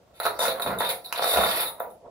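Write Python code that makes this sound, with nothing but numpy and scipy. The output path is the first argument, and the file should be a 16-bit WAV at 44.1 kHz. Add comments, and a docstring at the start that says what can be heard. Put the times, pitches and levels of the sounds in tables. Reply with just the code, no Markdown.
"""Large plastic sheet, buckling and sliding

A large thin plastic sheet is lifted by one edge and let down again in a small workshop, in stereo.
Buckles are filtered impulses with a ringing pop; bending is random crackle, crinkles and dull wobbles.
Slides are dense stick-slip ticks shaped into rasp, scrape and hiss; groans are gliding rough tones.
Soft flaps are swells of low noise, with one low whump. Decaying noise makes the short room reverb.
A quiet noise floor lies beneath."""
import sys
import numpy as np
from scipy import signal
from scipy.fft import rfft, irfft
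from scipy.io import wavfile
from scipy.ndimage import uniform_filter1d, map_coordinates

SR = 44100
rng = np.random.default_rng(int(sys.argv[2]) if len(sys.argv) > 2 else 0)


def transcribe(signal):
    """Save signal, clipped to [-1, 1], as a 16-bit WAV file at the path in sys.argv[1]."""
    frames = np.atleast_2d(signal).T
    limited = np.clip(frames, -1, 1)
    pcm = np.round(limited * 32767).astype(np.int16)
    wavfile.write(sys.argv[1], SR, pcm)


N = 92610
TIME = np.arange(N) / SR  # s

# All event levels are relative, ahead of the layer gains and the room mix.
# Rise and fall are 1/e times either side of the peak at t, except in slides,
# which start at t and ramp up over the rise. Colours only set a spectral shape.

# Sharp buckles: t/s, body level/dB, tick level/dB, crack level/dB, f of the snapping patch/Hz
BUCKLES = [(.201, -11, -3, -39, 1290), (.2335, -52, -7.5, -24, 1300), (0.2533, -6.5, -4.5, -16, 1410),
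           (0.2579, -9, -7.5, -14, 1270), (.265, -3.5, -1.5, -26, 1330), (0.393, -9, -9, -44, 637),
           (.425, -14, -6, -28.5, 910), (.462, -17, -7, -15, 660), (.482, -8.5, 0, -26, 620),
           (0.512, -28, -9, -35, 503), (.598, -11, -8.5, -40, 1323), (0.6623, -8.5, -14, -42.5, 823),
           (.778, -18, -24, -47, 537), (.806, -4, -6.5, -25, 890), (.849, -20, -20, -31, 834),
           (.891, -13, 0, -38, 526), (1.047, -40, -19, -37, 900), (1.126, -26.5, -12, -6.5, 990),
           (1.177, -16, -5, -37, 700), (1.194, -6, -13, -34, 746), (1.224, -4.5, -11, -25.5, 750),
           (1.243, -5, -3, -29, 1226), (1.276, -11, -13.5, -25, 617), (1.338, -6.5, -12, -24.5, 613),
           (1.360, -5, -22, -16.5, 620), (1.373, -1, -15, -7, 747), (1.389, -2.5, -30, -25, 613),
           (1.438, -7, -20.5, -24, 787), (1.461, -6.5, -15, -21, 826), (1.8035, -8, -48, -53, 680),
           (1.848, -31, -49.5, -58, 774)]
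BUCKLE_DB, TICK_DB, PATCH_DB = 9, -8.5, -6  # gain of all buckles; tick trim; patch against body
PATCH_T60_S, CONTACT_RATIO = 0.046, 2.14  # contact low-pass as a multiple of the patch pitch
# Colour of the hollow pop and the fine crackle: f/Hz, level/dB
BODY_COLOUR = [(60, -46.5), (200, -23), (350, -9), (480, -6), (620, -1), (820, 2.5), (1000, -9), (1250, 0),
               (1500, -6), (1800, -7), (2500, -18.5), (3100, -31), (3900, -14), (5500, -41.5), (16000, -16)]
# Colour of the ringing tick: f/Hz, level/dB
TICK_COLOUR = [(300, -15.5), (900, -13.5), (2500, -11), (3100, -14.5), (3900, 10), (4300, 10.5),
               (5000, -17), (8000, -32), (9700, -9.5), (10900, 12), (12300, -8), (14200, -12), (15300, 9),
               (17000, -11)]
# Colour of the dry crack: f/Hz, level/dB
CRACK_COLOUR = [(200, -18), (900, 14.5), (2000, 6), (2800, 11.5), (3500, -8), (4600, 0.5), (6000, -2.5),
                (8000, -7), (11000, 1.5), (15500, -5), (17000, -20)]
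# Ringing modes of the sheet: f/Hz, level/dB (ahead of MODE_DB)
SHEET_MODES = [(446, 2), (520, -3), (563, -6), (626, 0.5), (691, -2.5), (796, -8.5), (978, 3.5),
               (1209, -14), (1321, -11.5), (1809, -14)]
MODE_T60_S, MODE_DB = 0.24, -49.5

# Bending effort, the level of crackle and crinkles: t/s, level/dB
BENDING_EFFORT = [(0, -67), (.19, -62.5), (.215, -27), (.245, -45), (.265, -21), (.30, -45), (.385, -39),
                  (.405, -26), (.48, -23), (.52, -39.5), (.59, -34.5), (.65, -37), (.68, -28), (.74, -32),
                  (.78, -47), (.82, -23), (.86, -38), (.91, -31.5), (.98, -64), (1.11, -48), (1.14, -36),
                  (1.21, -46.5), (1.24, -32.5), (1.31, -28.5), (1.385, -22.5), (1.45, -25.5), (1.51, -30),
                  (1.62, -32.5), (1.68, -38), (1.74, -57.5), (1.81, -44), (1.86, -55), (1.88, -86),
                  (2.1, -88)]
CRACKLES_PER_S, CRACKLE_SPREAD_DB, FINE_CRACKLE_DB = 700, 4, -2
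BEND_PER_S, BEND_SHIFT_S = 9, 0.003
CRINKLES_PER_S, CRINKLE_SPREAD_DB, CRINKLE_DB = 110, 2.5, -6
CRINKLE_HZ, CRINKLE_SPREAD_OCTAVES, CRINKLE_T60_S, CRINKLE_LOWEST_HZ = 978, 0.519, 0.014, 373
# Slow flexes of the whole sheet: t/s, rise/s, fall/s, level/dB
WOBBLES = [(1.862, 0.034, 0.034, -38), (1.908, 0.0088, 0.0067, -47.5), (2.066, 0.02, 0.012, -35.5)]
# Colour of the wobbles: f/Hz, level/dB
WOBBLE_COLOUR = [(100, -24), (350, -6), (480, 1), (600, 4.5), (900, -2.5), (1400, -25.5), (2200, -38),
                 (5000, -78)]

# Groans of the flexing sheet: t/s, rise/s, fall/s, f at the peak/Hz, glide/(octaves per s), level/dB
GROANS = [(.428, 0.0086, 0.012, 904, -7.5, -29), (.475, 0.018, 0.022, 660, 0, -29),
          (.50, 0.0096, .014, 530, -1, -28), (.543, 0.026, 0.025, 529.4, -1, -31),
          (.672, .005, 0.023, 305, 1.5, -40), (.735, .025, .025, 275, 1.5, -51),
          (.825, 0.007, 0.013, 581, 0, -26.5), (.905, 0.0068, 0.037, 545, -2.25, -34),
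          (.968, 0.0047, 0.0075, 519, -3, -41.5), (1.07, .008, .008, 755, 3.5, -38.5),
          (1.245, 0.011, 0.0085, 318.8, -1.5, -32.5), (1.385, 0.01, 0.015, 357, -3, -29),
          (1.555, .012, 0.019, 370, 0, -33.5)]
GROAN_ROUGH, GROAN_ROUGH_PER_S = 0.45, 110

# Slides of sheet on sheet: start t/s, rise/s, length from t/s, squeaky rasp level/dB,
# coarse scrape level/dB, hiss level/dB, lower edge f of the hiss/Hz
SLIDES = [(0.137, 0.084, 0.105, -60, -53, -51.5, 6900), (0.236, 0.004, 0.012, -35.5, -35, -33, 9000),
          (0.25, 0.011, 0.028, -30, -38, -43, 8100), (0.389, 0.002, 0.071, -32, -39.5, -28.5, 4200),
          (0.469, 0.0043, 0.049, -34.5, -38.5, -36, 9900), (0.615, .003, 0.014, -31, -34, -27, 9100),
          (0.66, 0.0064, 0.023, -37.5, -36, -37, 9750), (0.785, .004, 0.018, -36, -41, -27.5, 9500),
          (0.801, .002, 0.08, -32.5, -35.5, -34.5, 9400), (0.888, .004, 0.024, -39, -29.5, -26, 9300),
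          (1.042, 0.00064, 0.032, -41, -70, -42, 10200), (1.147, 0.0071, 0.092, -54, -34, -40.5, 9500),
          (1.218, 0.095, 0.13, -27, -31, -23.5, 8760), (1.356, 0.0031, 0.16, -33.5, -31.5, -30, 8150),
          (1.507, 0.054, 0.13, -51, -30.5, -25.5, 10400), (1.647, 0.0059, 0.042, -37, -50, -33, 10800),
          (1.799, 0.001, 0.0066, -49, -72, -24.5, 13800), (1.899, 0.0034, 0.011, -68, -77, -50.5, 9500)]
SLIPS_PER_S, SLIP_SPREAD_DB, SLIDE_RELEASE_S = 6000, 2.5, 0.0041
CATCHES_PER_S, CATCH_SPREAD_DB = 3200, 5
START_PUSH_DB, START_PUSH_S = 0.5, 0.0071
JUDDER_PER_S, JUDDER_DB = 130, 2.8
SQUEAK_PER_S, SQUEAK_DB = 60, 1
FLEX_PER_S, FLEX_SHIFT_S, HISS_SHIFT_S = 30, 0.000669, 0.001
# Edges of the sheet dragging grittily: t/s, rise/s, fall/s, level/dB
DRAGS = [(.43, 0.028, 0.014, -33.5), (.89, .004, 0.0073, -49), (1.226, .002, 0.014, -31),
         (1.345, 0.095, 0.028, -36.5), (1.485, 0.014, 0.015, -33), (1.59, 0.061, .03, -37.5)]
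# Colour of the squeaky rasp: f/Hz, level/dB
RASP_COLOUR = [(300, -85), (2400, -26.5), (3100, -25.5), (3400, -14), (3600, 6.5), (3790, 6), (3970, -1),
               (4200, -13.5), (4700, -22.5), (5700, -38), (6700, -44), (16000, -45)]
# Colour of the coarse scrape: f/Hz, level/dB
SCRAPE_COLOUR = [(80, -44), (300, -15), (1200, -1.5), (2400, 2), (3050, -5.5), (3600, 5.5), (4400, 0),
                 (5300, -12), (6700, -45), (9000, -27.5), (16000, -29)]
# Colour of the gritty drags: f/Hz, level/dB
GRIT_COLOUR = [(300, -52), (3000, -33.5), (4400, 11.5), (5000, 3.5), (5700, 1), (6800, -21.5), (8500, -2),
               (10000, -10), (13000, -38)]
# Colour of the hiss: f/Hz, level/dB
HISS_COLOUR = [(1000, -21), (4500, -8), (5700, -5), (6700, -6), (8600, -13), (9800, -0.5), (10500, 6.5),
               (11000, 4.5), (11800, -8.5), (13400, -2), (14400, -6.5), (15400, -1), (16500, -24.5)]

# Soft flaps: t/s, rise/s, fall/s, air push level/dB, drumming level/dB
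FLAPS = [(.26, 0.0074, 0.055, -48.5, -66), (.48, 0.031, 0.058, -59, -42.5),
         (0.666, 0.0073, 0.038, -46, -28.5), (.73, 0.046, 0.05, -48.5, -34.5),
         (1.235, 0.022, 0.017, -66, -42), (1.386, 0.0077, 0.0099, -38.5, -28.5),
         (1.44, 0.018, 0.064, -62, -43), (1.54, 0.063, 0.03, -65.5, -44.5)]
# Colour of the pushed air: f/Hz, level/dB
PUSH_COLOUR = [(20, -34), (45, -9), (68, -1.5), (100, -6.5), (160, -21), (500, -61)]
# Colour of the drumming sheet: f/Hz, level/dB
DRUM_COLOUR = [(50, -43), (110, -5), (170, 2.5), (230, -1.5), (300, 2), (380, 3), (600, 4.5), (2000, -71.5)]
# The sagging sheet drops on its cushion of air: t/s, rise/s, fall/s, f/Hz, level/dB
WHUMP = (1.385, .024, .024, 69, -34)

# Place of the pops, bending, groans and flaps: delay to the left microphone/s,
# early reflection level/dB, room level/dB (both against the direct sound)
BODY_PLACE = (.00002, -0.59, 0)
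# Place of the rasp, scrape and drags: same columns
RASP_PLACE = (0.00017, 0.82, 0.54)
# Place of the hiss: same columns
HISS_PLACE = (0.0002414, -18, -0.62)
# Reverb time of the room: f/Hz, T60/s
ROOM_T60 = [(100, 0.72), (600, 0.36), (1500, 0.27), (4000, 0.23), (11000, 0.255), (16000, 0.24)]
EARLY_T60_S, ROOM_GAP_S = 0.035, 0.0056
LIKENESS_HZ, BASS_LIKENESS = 890, 0.92  # left-right correlation: corner, and value in the deep bass
# Colour of the background: f/Hz, level/dB
FLOOR_COLOUR = [(20, -23.5), (65, -1), (130, -2.5), (300, -8.5), (600, 0), (1200, -23), (3000, -23),
                (8000, -29), (16000, -43.5)]
FLOOR_DB, LEFT_DB, TOP_HZ = -58.5, -0.95, 15550


def buckles():
    """A patch of the sheet snaps through: a hollow pop at its own pitch, a ringing tick and a dry crack."""
    body, patch, tick, crack = np.zeros((4, N))
    t = TIME[:SR // 10]
    for at, body_db, tick_db, crack_db, hz in BUCKLES:
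        i = int(at * SR)
        span = slice(i, i + len(t))
        contact = signal.butter(3, min(CONTACT_RATIO * hz, .4 * SR), fs=SR, output="sos")
        tone = np.cos(2 * np.pi * hz * t) * decay(t, PATCH_T60_S)
        tone = tone / np.linalg.norm(tone)
        body[span] += undb(body_db) * signal.sosfilt(contact, signal.unit_impulse(len(t)))
        patch[span] += undb(body_db + PATCH_DB) * signal.sosfilt(contact, tone)
        tick[i] += undb(tick_db + TICK_DB)
        crack[i] += undb(crack_db)
    pop = colour(ring(body), BODY_COLOUR) + patch
    return undb(BUCKLE_DB) * (pop + colour(tick, TICK_COLOUR) + colour(crack, CRACK_COLOUR))


def ring(x):
    """The modes of the sheet ring on faintly after every click."""
    t = TIME[:SR // 2]
    modes = sum(undb(db + MODE_DB) * np.cos(2 * np.pi * hz * t) for hz, db in SHEET_MODES)
    return x + signal.fftconvolve(x, modes * decay(t, MODE_T60_S))[:N]


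def bending():
    """Fine crackle and coarser crinkles follow the bending effort; slow flexes wobble dully."""
    effort = undb(np.interp(TIME, *np.array(BENDING_EFFORT).T))
    crackle = colour(ring(effort * clicks(CRACKLES_PER_S, CRACKLE_SPREAD_DB)), BODY_COLOUR)
    crackle = flexing(crackle, BEND_PER_S, BEND_SHIFT_S)
    flex = sum(undb(db) * swell(at, rise, fall) for at, rise, fall, db in WOBBLES)
    wobble = colour(flex * rng.standard_normal(N), WOBBLE_COLOUR)
    return undb(FINE_CRACKLE_DB) * crackle + undb(CRINKLE_DB) * effort * crinkles() + wobble


def crinkles():
    """Small patches snap at uneven moments, each ringing briefly at its own pitch."""
    snaps = clicks(CRINKLES_PER_S, CRINKLE_SPREAD_DB)
    octaves = np.clip(rng.standard_normal(N), -1.5, 2) * CRINKLE_SPREAD_OCTAVES
    t = TIME[:SR // 20]
    out = np.zeros(N + len(t))
    for i in np.flatnonzero(snaps):
        tone = np.sin(2 * np.pi * CRINKLE_HZ * 2 ** octaves[i] * t) * decay(t, CRINKLE_T60_S)
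        out[i:i + len(t)] += snaps[i] * tone / np.linalg.norm(tone)
    low_cut = signal.butter(2, CRINKLE_LOWEST_HZ, "high", fs=SR, output="sos")
    return signal.sosfilt(low_cut, out[:N])


def groans():
    """One resonance of the sheet swells and glides, a little roughly, as the tension changes."""
    out = 0
    for at, rise, fall, hz, glide, db in GROANS:
        pitch = hz * 2 ** np.clip(glide * (TIME - at), -1, 1)
        # a complex drift roughens both loudness and phase
        drift = wander(GROAN_ROUGH_PER_S) + 1j * wander(GROAN_ROUGH_PER_S)
        tone = np.exp(2j * np.pi * np.cumsum(pitch) / SR)
        out = out + undb(db) * swell(at, rise, fall) * np.real((1 + GROAN_ROUGH * drift) * tone)
    return out


def slides():
    """Stick-slip ticks, with a slight extra push at each start: rasp with scrape and drags, and the hiss."""
    slips = clicks(SLIPS_PER_S, SLIP_SPREAD_DB) * undb(JUDDER_DB * wander(JUDDER_PER_S))
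    rasp, scrape, hiss = np.zeros((3, N))
    for at, rise, length, rasp_db, scrape_db, hiss_db, edge_hz in SLIDES:
        since = np.maximum(TIME - at, 0)
        release = np.exp(-np.maximum(since - length, 0) / SLIDE_RELEASE_S)
        start_push = undb(START_PUSH_DB * np.exp(-since / START_PUSH_S))
        stroke = np.sqrt(np.minimum(since / rise, 1)) * release * start_push
        rasp += undb(rasp_db) * stroke
        scrape += undb(scrape_db) * stroke
        # a lighter touch hisses higher
        touch = signal.butter(3, min(edge_hz, .4 * SR), "high", fs=SR, output="sos")
        hiss += undb(hiss_db) * signal.sosfilt(touch, slips * (stroke + 1e-9))
    drag = sum(undb(db) * swell(at, rise, fall) for at, rise, fall, db in DRAGS)
    catches = clicks(CATCHES_PER_S, CATCH_SPREAD_DB)
    squeak = colour(slips * rasp * undb(SQUEAK_DB * wander(SQUEAK_PER_S)), RASP_COLOUR)
    squeak = flexing(squeak, FLEX_PER_S, FLEX_SHIFT_S)
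    friction = squeak + colour(catches * scrape, SCRAPE_COLOUR) + colour(slips * drag, GRIT_COLOUR)
    return friction, flexing(colour(hiss, HISS_COLOUR), BEND_PER_S, HISS_SHIFT_S)


def flaps():
    """The sagging sheet pushes air and drums softly; once it drops with a low whump."""
    push = sum(undb(db) * swell(at, rise, fall) for at, rise, fall, db, _ in FLAPS)
    drum = sum(undb(db) * swell(at, rise, fall) for at, rise, fall, _, db in FLAPS)
    air = colour(push * rng.standard_normal(N), PUSH_COLOUR)
    drumming = colour(drum * rng.standard_normal(N), DRUM_COLOUR)
    at, rise, fall, hz, db = WHUMP
    whump = undb(db) * swell(at, rise, fall) * np.sin(2 * np.pi * hz * (TIME - at))
    return air + drumming + whump


def placed(x, room, lag_s, early_db, room_db):
    """A source reaches both microphones, directly and by way of the room."""
    early, tail = room
    hz = np.fft.rfftfreq(N, 1 / SR)
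    left = irfft(rfft(x) * np.exp(-2j * np.pi * hz * lag_s), N)
    reverb = undb(early_db) * early + undb(room_db) * tail
    echoes = signal.fftconvolve(x[None], reverb)[:, :N]
    # share the energy out, so the room adds no loudness of its own
    return (np.array([left, x]) + echoes) / np.sqrt(1 + undb(room_db) ** 2 + undb(early_db) ** 2)


def workshop():
    """Quick reflections off floor and sheet, and a room tail that decays at its own rate in each band."""
    hz = np.fft.rfftfreq(N, 1 / SR)
    edges = np.r_[0, np.geomspace(200, SR / 2, 10)]
    walls, tail = rfft(diffuse()), 0
    for lo, hi in zip(edges, edges[1:]):
        fade = decay(TIME, over_hz(ROOM_T60, (lo + hi) / 2)) * (TIME > ROOM_GAP_S)
        band = irfft(walls * ((hz >= lo) & (hz < hi)), N)
        tail = tail + band * fade / np.linalg.norm(fade)
    fade = decay(TIME, EARLY_T60_S) * (TIME > .0008)
    return diffuse() * fade / np.linalg.norm(fade), tail


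def background():
    """A quiet, steady stereo noise floor."""
    return undb(FLOOR_DB) * np.array([colour(side, FLOOR_COLOUR) for side in diffuse()])


def diffuse():
    """Noise from all around: alike left and right in the bass, unrelated in the treble."""
    hz = np.fft.rfftfreq(N, 1 / SR)
    alike = BASS_LIKENESS / (1 + (hz / LIKENESS_HZ) ** 2)
    mid, side = rfft(rng.standard_normal((2, N)))
    shared = mid * np.sqrt((1 + alike) / 2)
    opposed = side * np.sqrt(np.abs(1 - alike) / 2)
    return irfft(shared + np.array([[1], [-1]]) * opposed, N)


def clicks(per_s, spread_db):
    """Random clicks of uneven size, levelled to a roughly steady mean power of one."""
    hits = rng.random(N) < per_s / SR
    x = hits * rng.choice([-1, 1], N) * undb(spread_db * rng.exponential(size=N))
    return x / np.sqrt(np.abs(uniform_filter1d(x * x, size=1500)) + 1e-4)


def flexing(x, per_s, shift_s):
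    """Resonances drift slightly in pitch, by a wandering time shift, as the sheet's curve changes."""
    return map_coordinates(x, [(TIME + shift_s * wander(per_s)) * SR], order=3, mode="nearest")


def wander(per_s):
    """A smooth random drift with a spread near one, through per_s random points each second."""
    return map_coordinates(rng.standard_normal(N // 50), [TIME * per_s], order=3, mode="mirror")


def swell(at, rise, fall):
    """Exponential rise to a moment and fall after it."""
    return np.exp(-np.maximum((at - TIME) / rise, (TIME - at) / fall))


def decay(t, t60):
    """A fall of 60 dB in t60 seconds."""
    return undb(-60 * t / t60)


def colour(x, points, size=4096):
    """Causal minimum-phase filter of unit energy with the given spectral shape."""
    cep = irfft(np.log(undb(over_hz(points, np.fft.rfftfreq(size, 1 / SR)))))
    # folding the cepstrum forward packs the response towards its start
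    cep[1:size // 2] *= 2
    cep[size // 2 + 1:] = 0
    h = irfft(np.exp(rfft(cep)))
    return signal.fftconvolve(x, h / np.linalg.norm(h))[:N]


def over_hz(points, hz):
    """Read a table on a log-frequency axis."""
    f, v = np.array(points, float).T
    return np.interp(np.log(hz + 1), np.log(f), v)


def undb(db):
    """Decibels to gain."""
    return 10 ** (np.asarray(db) / 20)


def scene():
    """The handled sheet in the room, over a quiet background, the left side slightly lower."""
    room = workshop()
    friction, hiss = slides()
    sheet = placed(buckles() + bending() + groans() + flaps(), room, *BODY_PLACE)
    sheet = sheet + placed(friction, room, *RASP_PLACE) + placed(hiss, room, *HISS_PLACE)
    return (sheet + background()) * undb([[LEFT_DB], [0]])


def record(dry):
    """The recorder cuts the top with a steep elliptic low-pass."""
    return signal.sosfilt(signal.ellip(8, .2, 70, TOP_HZ, fs=SR, output="sos"), dry)


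dry = scene()
out = record(dry)
transcribe(out)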